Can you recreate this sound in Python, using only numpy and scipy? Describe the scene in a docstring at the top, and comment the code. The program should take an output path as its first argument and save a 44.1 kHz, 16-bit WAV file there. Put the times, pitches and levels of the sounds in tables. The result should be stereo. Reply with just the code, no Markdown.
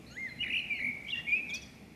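"""A low outdoor rumble, faint hiss and two hums lie over a calm lake throughout.
Far birds call thinly while a near songbird sings one phrase of whistles, warbles and hoarse
notes, each a gliding tone from its syrinx. The banks and trees return echoes.
The rumble swells briefly mid-phrase. A second bird answers with sharp two-voiced chips,
then the rumble swells once more and eases."""
import sys
import numpy as np
from scipy import signal
from scipy.fft import rfft, irfft
from scipy.io import wavfile
from scipy.ndimage import uniform_filter1d

SR = 44100
rng = np.random.default_rng(int(sys.argv[2]) if len(sys.argv) > 2 else 0)


def master_out(mix):
    """Clip the mix to full scale and print it as 16-bit PCM to the path in sys.argv[1]."""
    frames = np.transpose(np.atleast_2d(mix))
    ceiling = np.clip(frames, -1, 1)
    pcm = np.round(ceiling * 32767).astype(np.int16)
    wavfile.write(sys.argv[1], SR, pcm)


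N = 85995
TIME_S = np.arange(N) / SR
BAND_LIMIT_HZ = 14200


def amp(db):
    return 10 ** (np.asarray(db) / 20)


def unit_rms(x):
    return x / np.sqrt(np.mean(x ** 2) + 1e-20)


def at_hz(table, hz):
    """Table value, interpolated over log frequency."""
    table_hz, value = np.transpose(table)
    return np.interp(np.log(hz + 1), np.log(table_hz + 1), value)


def pan(db):
    """Stereo gains; db is left minus right."""
    return amp(np.array([[db], [-db]]) / 2)


def drift(size, cutoff_hz):
    """Low-passed noise, rms about 1."""
    hz = np.fft.rfftfreq(N, 1 / SR)
    spectrum = rfft(rng.standard_normal(N)) / (1 + (hz / cutoff_hz) ** 4)
    return unit_rms(irfft(spectrum, N))[:size]


# Air spectrum: freq_hz, relative_density_db
AIR_SPECTRUM = [(30, -34), (56, -7.5), (120, -1.5), (210, 1), (320, -6), (520, -12), (800, -14),
                (1000, -20.5), (1600, -20.5), (2400, -13), (3100, -24.5), (5000, -27.5), (8000, -32.5),
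                (12500, -33.5), (15000, -46.5)]
# Left-right likeness: freq_hz, correlation
AIR_CORRELATION = [(60, 0.81), (150, 0.95), (300, 0.77), (700, 0.6), (2000, 0.56), (12000, 0.69)]
# Air envelope: time_s, level_db
AIR_ENVELOPE = [(0, -52), (1.6, -51.5), (1.95, -54.5)]


def air(patch_db=1.5):
    """Rumble and faint hiss: shaped noise, uneven in time and frequency."""
    frames, hz = N // 512 + 5, np.fft.rfftfreq(2048, 1 / SR)
    a, b, c, d, patches = rng.standard_normal((frames, len(hz), 5)).T
    patches = uniform_filter1d(patches, size=12, axis=0)
    patches = unit_rms(uniform_filter1d(patches, size=10, axis=1))
    correlation = np.clip(at_hz(AIR_CORRELATION, hz), 0, 1)[:, None]
    left = a + 1j * b
    right = correlation * left + np.sqrt(1 - correlation ** 2) * (c + 1j * d)
    spectra = np.array([left, right]) * amp(at_hz(AIR_SPECTRUM, hz)[:, None] + patch_db * patches)
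    wash = signal.istft(spectra, nperseg=2048, noverlap=1536)[1][:, :N]
    level_db = np.interp(TIME_S, *np.transpose(AIR_ENVELOPE))
    return amp(level_db) * pan(-0.86) * unit_rms(wash)


# Far hums: centre_hz, width_hz, level_db
HUMS = [(65.5, 15.6, -66), (236, 30, -62.5)]


def hums():
    """Narrow noise bands, heard as low wavering hums."""
    out = np.zeros(N)
    for centre_hz, width_hz, level_db in HUMS:
        phase = 2 * np.pi * centre_hz * TIME_S
        band = drift(N, width_hz / 2) * np.cos(phase) + drift(N, width_hz / 2) * np.sin(phase)
        out += amp(level_db) * band
    return out


WAVER_HZ, WAVER_RATIO, FLUTTER_DB, OVERTONE_FLICKER_DB = 120, 0.0033, 1.0, 4.5
ROUGH_HZ, RASP_JITTER_RATIO, NOTE_FADE_S = 314, 0.045, 0.002


def syrinx_note(rows, overtones, jitter_ratio, trill_hz=0, dip_db=0, rough_db=0):
    """Gliding tone with harmonics 2-5; a swing column trills it about its pitch."""
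    times, *columns = np.transpose(rows)
    samples = np.arange(round(times[0] * SR), round(times[-1] * SR))
    t, size = samples / SR, len(samples)
    hz, db, *swing_hz = [uniform_filter1d(np.interp(t, times, c), size=130) for c in columns]
    if swing_hz:
        trill = -np.sin(2 * np.pi * trill_hz * (t - t[0]))
        hz = hz + swing_hz[0] * trill
        db = db - dip_db * ((1 - trill) / 2) ** 2  # deepest at the bottom of each swing
        db = db + rough_db * np.tanh(drift(size, ROUGH_HZ))
    waver = WAVER_RATIO * drift(size, WAVER_HZ)
    jitter = jitter_ratio * np.tanh(drift(size, ROUGH_HZ))
    hz = hz * (1 + waver + jitter)
    phase = 2 * np.pi * np.cumsum(hz) / SR
    tone = np.sin(phase)
    for k in range(2, 6):
        overtone_db = at_hz(overtones, k * hz) + OVERTONE_FLICKER_DB * drift(size, WAVER_HZ)
        tone += amp(overtone_db) * (k * hz < SR / 2) * np.sin(k * phase)
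    fade = np.clip(np.minimum(t - t[0], t[-1] - t) / NOTE_FADE_S, 0, 1)
    envelope = np.sin(fade * np.pi / 2) ** 2 * amp(db + FLUTTER_DB * drift(size, WAVER_HZ))
    out = np.zeros(N)
    out[samples] = np.sqrt(2) * tone * envelope
    return out


# Far-bird and songbird overtones: freq_hz, re_fundamental_db
SONG_OVERTONES = [(2800, -1), (3400, -11), (3800, -26), (4300, -42), (7000, -40), (8600, -52), (13000, -52)]
# Far calls, one list per note: time_s, pitch_hz, level_db
FAR_CALLS = [
    [(.106, 6020, -66), (.115, 6540, -61.5), (.160, 6730, -64.5), (.27, 6650, -75)],
    [(.287, 4250, -58), (.300, 4086, -53), (.340, 4094, -61.5), (.390, 4050, -61)],
    [(.578, 4420, -62), (.595, 4100, -57), (.630, 4170, -77)],
    [(.738, 4530, -69), (.760, 4316, -57.5), (.83, 4030, -72)],
]
# Far buzz: time_s, pitch_hz, level_db, swing_hz
FAR_BUZZ = [(.063, 4120, -59.5, 149), (.10, 4260, -60, 180), (.138, 4260, -59.5, 120)]


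def far_birds():
    """Thin calls and one trill fast enough to buzz."""
    calls = sum(syrinx_note(rows, SONG_OVERTONES, jitter_ratio=0.0083) for rows in FAR_CALLS)
    return calls + syrinx_note(FAR_BUZZ, SONG_OVERTONES, RASP_JITTER_RATIO, trill_hz=113.5)


# Pure notes, one list each; overlaps beat: time_s, pitch_hz, level_db
WHISTLES = [
    [(.10, 1336, -62.5), (.145, 1501, -62), (.167, 1731, -52), (.171, 1927, -42), (.192, 2109, -40.5),
     (.227, 2120, -37), (.262, 2040, -37.5), (.278, 1835, -45.5), (.302, 1630, -57)],
    [(.390, 2834, -50), (.401, 2835, -46.5), (.410, 2850, -31), (.427, 2933, -32), (.431, 2900, -39)],
    [(.697, 2462, -44), (.711, 2361, -31.5), (.731, 2327, -33), (.748, 2208, -43), (.766, 2167, -48.5),
     (.792, 2090, -37.5)],
    [(1.082, 2680, -48), (1.098, 3164, -46), (1.106, 3355, -32.5), (1.117, 4200, -58), (1.122, 2922, -33),
     (1.136, 2750, -34), (1.151, 2744, -45), (1.161, 2900, -34.5)],
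    [(1.170, 2693, -36), (1.179, 2826, -38), (1.205, 2763, -52.5)],
    [(1.266, 2162, -44), (1.296, 2275, -34.5), (1.316, 2273, -30.5), (1.322, 2390, -27.5),
     (1.342, 2426, -28), (1.356, 2511, -29), (1.368, 2577, -34), (1.384, 2602, -41), (1.404, 2615, -40.5)],
    [(1.272, 2385, -45), (1.296, 2442, -33), (1.318, 2490, -54)],
]
# Trilled notes, one list each: time_s, pitch_hz, level_db, swing_hz
WARBLES = [
    [(.429, 2550, -35, 200), (.438, 2480, -34, 150), (.449, 2150, -43, 130), (.500, 2230, -42.5, 200)],
    [(.4915, 2220, -56, 365), (.502, 2297, -34.5, 367.4), (.517, 2410, -38.5, 370), (.536, 2622, -31, 329),
     (.564, 2683, -30, 275), (.590, 2756, -33, 206), (.612, 2533, -38.5, 120)],
    [(.7925, 2086, -34, 160), (.820, 2100, -36.5, 184), (.850, 2197, -31, 129.7), (.893, 2220, -30, 95.5),
     (.918, 2208, -39.5, 49.7)],
]
# Modulation, one row per warble: trill_hz, dip_db, jitter_ratio, rough_db
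WARBLE_TRILLS = [(61, 0, .1, 5.5), (45.5, 0, .022, 2), (48, 9, .018, 1.2)]
# Warble overtones: freq_hz, re_fundamental_db
WARBLE_OVERTONES = [(3400, -4), (3950, -23.5), (4700, -50.5), (5900, -34.5), (7300, -53), (9000, -53),
                    (10500, -30), (12200, -56)]
# Hoarse notes, one list each: time_s, pitch_hz, level_db
RASPS = [
    [(1.068, 2950, -59), (1.090, 3250, -45.5), (1.118, 3300, -46.5)],
    [(1.146, 1830, -48.5), (1.165, 1890, -48), (1.202, 1930, -44.5), (1.215, 1850, -60)],
    [(1.135, 3450, -56), (1.164, 3400, -50), (1.195, 3450, -55), (1.225, 3160, -59)],
]


def songbird():
    """Whistles and warbles from one side of the syrinx, rasps from the other."""
    whistles = sum(syrinx_note(rows, SONG_OVERTONES, jitter_ratio=0) for rows in WHISTLES)
    warbles = sum(syrinx_note(rows, WARBLE_OVERTONES, jitter_ratio, trill_hz, dip_db, rough_db)
                  for rows, (trill_hz, dip_db, jitter_ratio, rough_db) in zip(WARBLES, WARBLE_TRILLS))
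    rasps = sum(syrinx_note(rows, SONG_OVERTONES, RASP_JITTER_RATIO) for rows in RASPS)
    return whistles + warbles + hoarse(rasps, hiss_db=-15.5)


def hoarse(voice, hiss_db):
    """Noise modulation: a wide hiss that follows the voice."""
    return voice * (1 + amp(hiss_db) * drift(N, cutoff_hz=3960))


# Tree reverberation: freq_hz, t60_s
TREE_DECAY = [(1500, 1), (2500, 0.89), (5000, 0.92), (11000, 0.43)]


def tree_ring(correlation=0.47, rise_s=0.004):
    """Diffuse stereo impulse response of the trees; the top treble dies first."""
    left, independent = rng.standard_normal((2, SR))
    right = correlation * left + np.sqrt(1 - correlation ** 2) * independent
    hz, frame_s, spectra = signal.stft(np.array([left, right]), SR, nperseg=256)
    decay = amp(-60 * frame_s / at_hz(TREE_DECAY, hz)[:, None])
    tail = signal.istft(spectra * decay, SR, nperseg=256)[1][:, :SR]
    tail *= 1 - np.exp(-TIME_S[:SR] / rise_s)
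    return tail / np.linalg.norm(tail[0])


# Bank and foliage echoes, songbird and far birds: delay_s, gain_db
SONG_ECHOES = [(.005, -13), (0.08, -18.5), (.113, -35), (.200, -17.5)]
# Echoes from the second bird's perch: delay_s, gain_db
CHIP_ECHOES = [(.009, -14), (.078, -12), (.113, -20)]


def shore_echoes(voice, echoes, trees_db, smear_s=0.002, smear_db=-3, dulling_hz_s=626):
    """Smeared echoes within the ring of the trees; longer paths lose more treble."""
    t = TIME_S[:SR]
    response = amp(trees_db) * pan(1.5) * tree_ring()
    for delay_s, gain_db in echoes:
        smear = rng.standard_normal(SR) * np.exp(-t / smear_s)
        echo = (t == 0) + amp(smear_db) * smear / np.linalg.norm(smear)
        cutoff_hz = np.clip(dulling_hz_s / delay_s, 1, BAND_LIMIT_HZ)
        echo = signal.sosfilt(signal.butter(4, cutoff_hz, fs=SR, output="sos"), echo)
        response += amp(gain_db) * pan(3.5) * np.roll(echo, round(delay_s * SR))
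    return signal.fftconvolve(voice[None], response, axes=1)[:, :N]


# Rumble swells: peak_s, half_width_s, pitch_hz, level_db
SWELLS = [(0.883, 0.037, 238.9, -46.5), (1.625, 0.055, 70.4, -58.5)]


def swells():
    """Brief rises in the rumble: wavering low tones under Gaussian envelopes."""
    out = np.zeros(N)
    for peak_s, half_width_s, pitch_hz, level_db in SWELLS:
        hz = pitch_hz * (1 + 0.07 * drift(N, cutoff_hz=36.2))
        envelope = amp(level_db) * np.exp(-((TIME_S - peak_s) / half_width_s) ** 2)
        out += envelope * np.sqrt(2) * np.sin(2 * np.pi * np.cumsum(hz) / SR)
    return out


# Chips, one list per voice of each: time_s, pitch_hz, level_db
CHIPS = [
    [(1.492, 3750, -57), (1.499, 3620, -47), (1.505, 3350, -45), (1.511, 3320, -44), (1.518, 3340, -58)],
    [(1.486, 5210, -59), (1.496, 6030, -70), (1.506, 6030, -71)],
    [(1.532, 3184, -55), (1.540, 5690, -45.5), (1.548, 6080, -43), (1.558, 4914, -41.5), (1.565, 4450, -48),
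     (1.578, 4400, -53)],
    [(1.539, 3780, -51), (1.545, 3633, -47), (1.552, 3376, -44.5), (1.573, 3303, -52.5)],
]
# Chip overtones: freq_hz, re_fundamental_db
CHIP_OVERTONES = [(6500, -15.5), (9000, -41), (12000, -14.5), (15000, -59)]


def answering_bird():
    """Short, bright, slightly rough chips, two voices at once."""
    chips = sum(syrinx_note(rows, CHIP_OVERTONES, jitter_ratio=0.023) for rows in CHIPS)
    return hoarse(chips, hiss_db=-14.5)


def scene():
    """Near birds left of centre, far birds slightly right, with echoes and open air."""
    song, chips, far = songbird(), answering_bird(), far_birds()
    direct = song * pan(5) + chips * pan(4) + far * pan(-2)
    echoes = shore_echoes(song + far, SONG_ECHOES, trees_db=-11.5)
    echoes += shore_echoes(chips, CHIP_ECHOES, trees_db=-9.5)
    return direct + echoes + air() + hums() + swells()


def record(dry):
    """Steep low-pass at the band limit."""
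    lowpass = signal.firwin(255, BAND_LIMIT_HZ, window=("kaiser", 9), fs=SR)
    return signal.oaconvolve(dry, lowpass[None], "same")


dry = scene()
out = record(dry)
master_out(out)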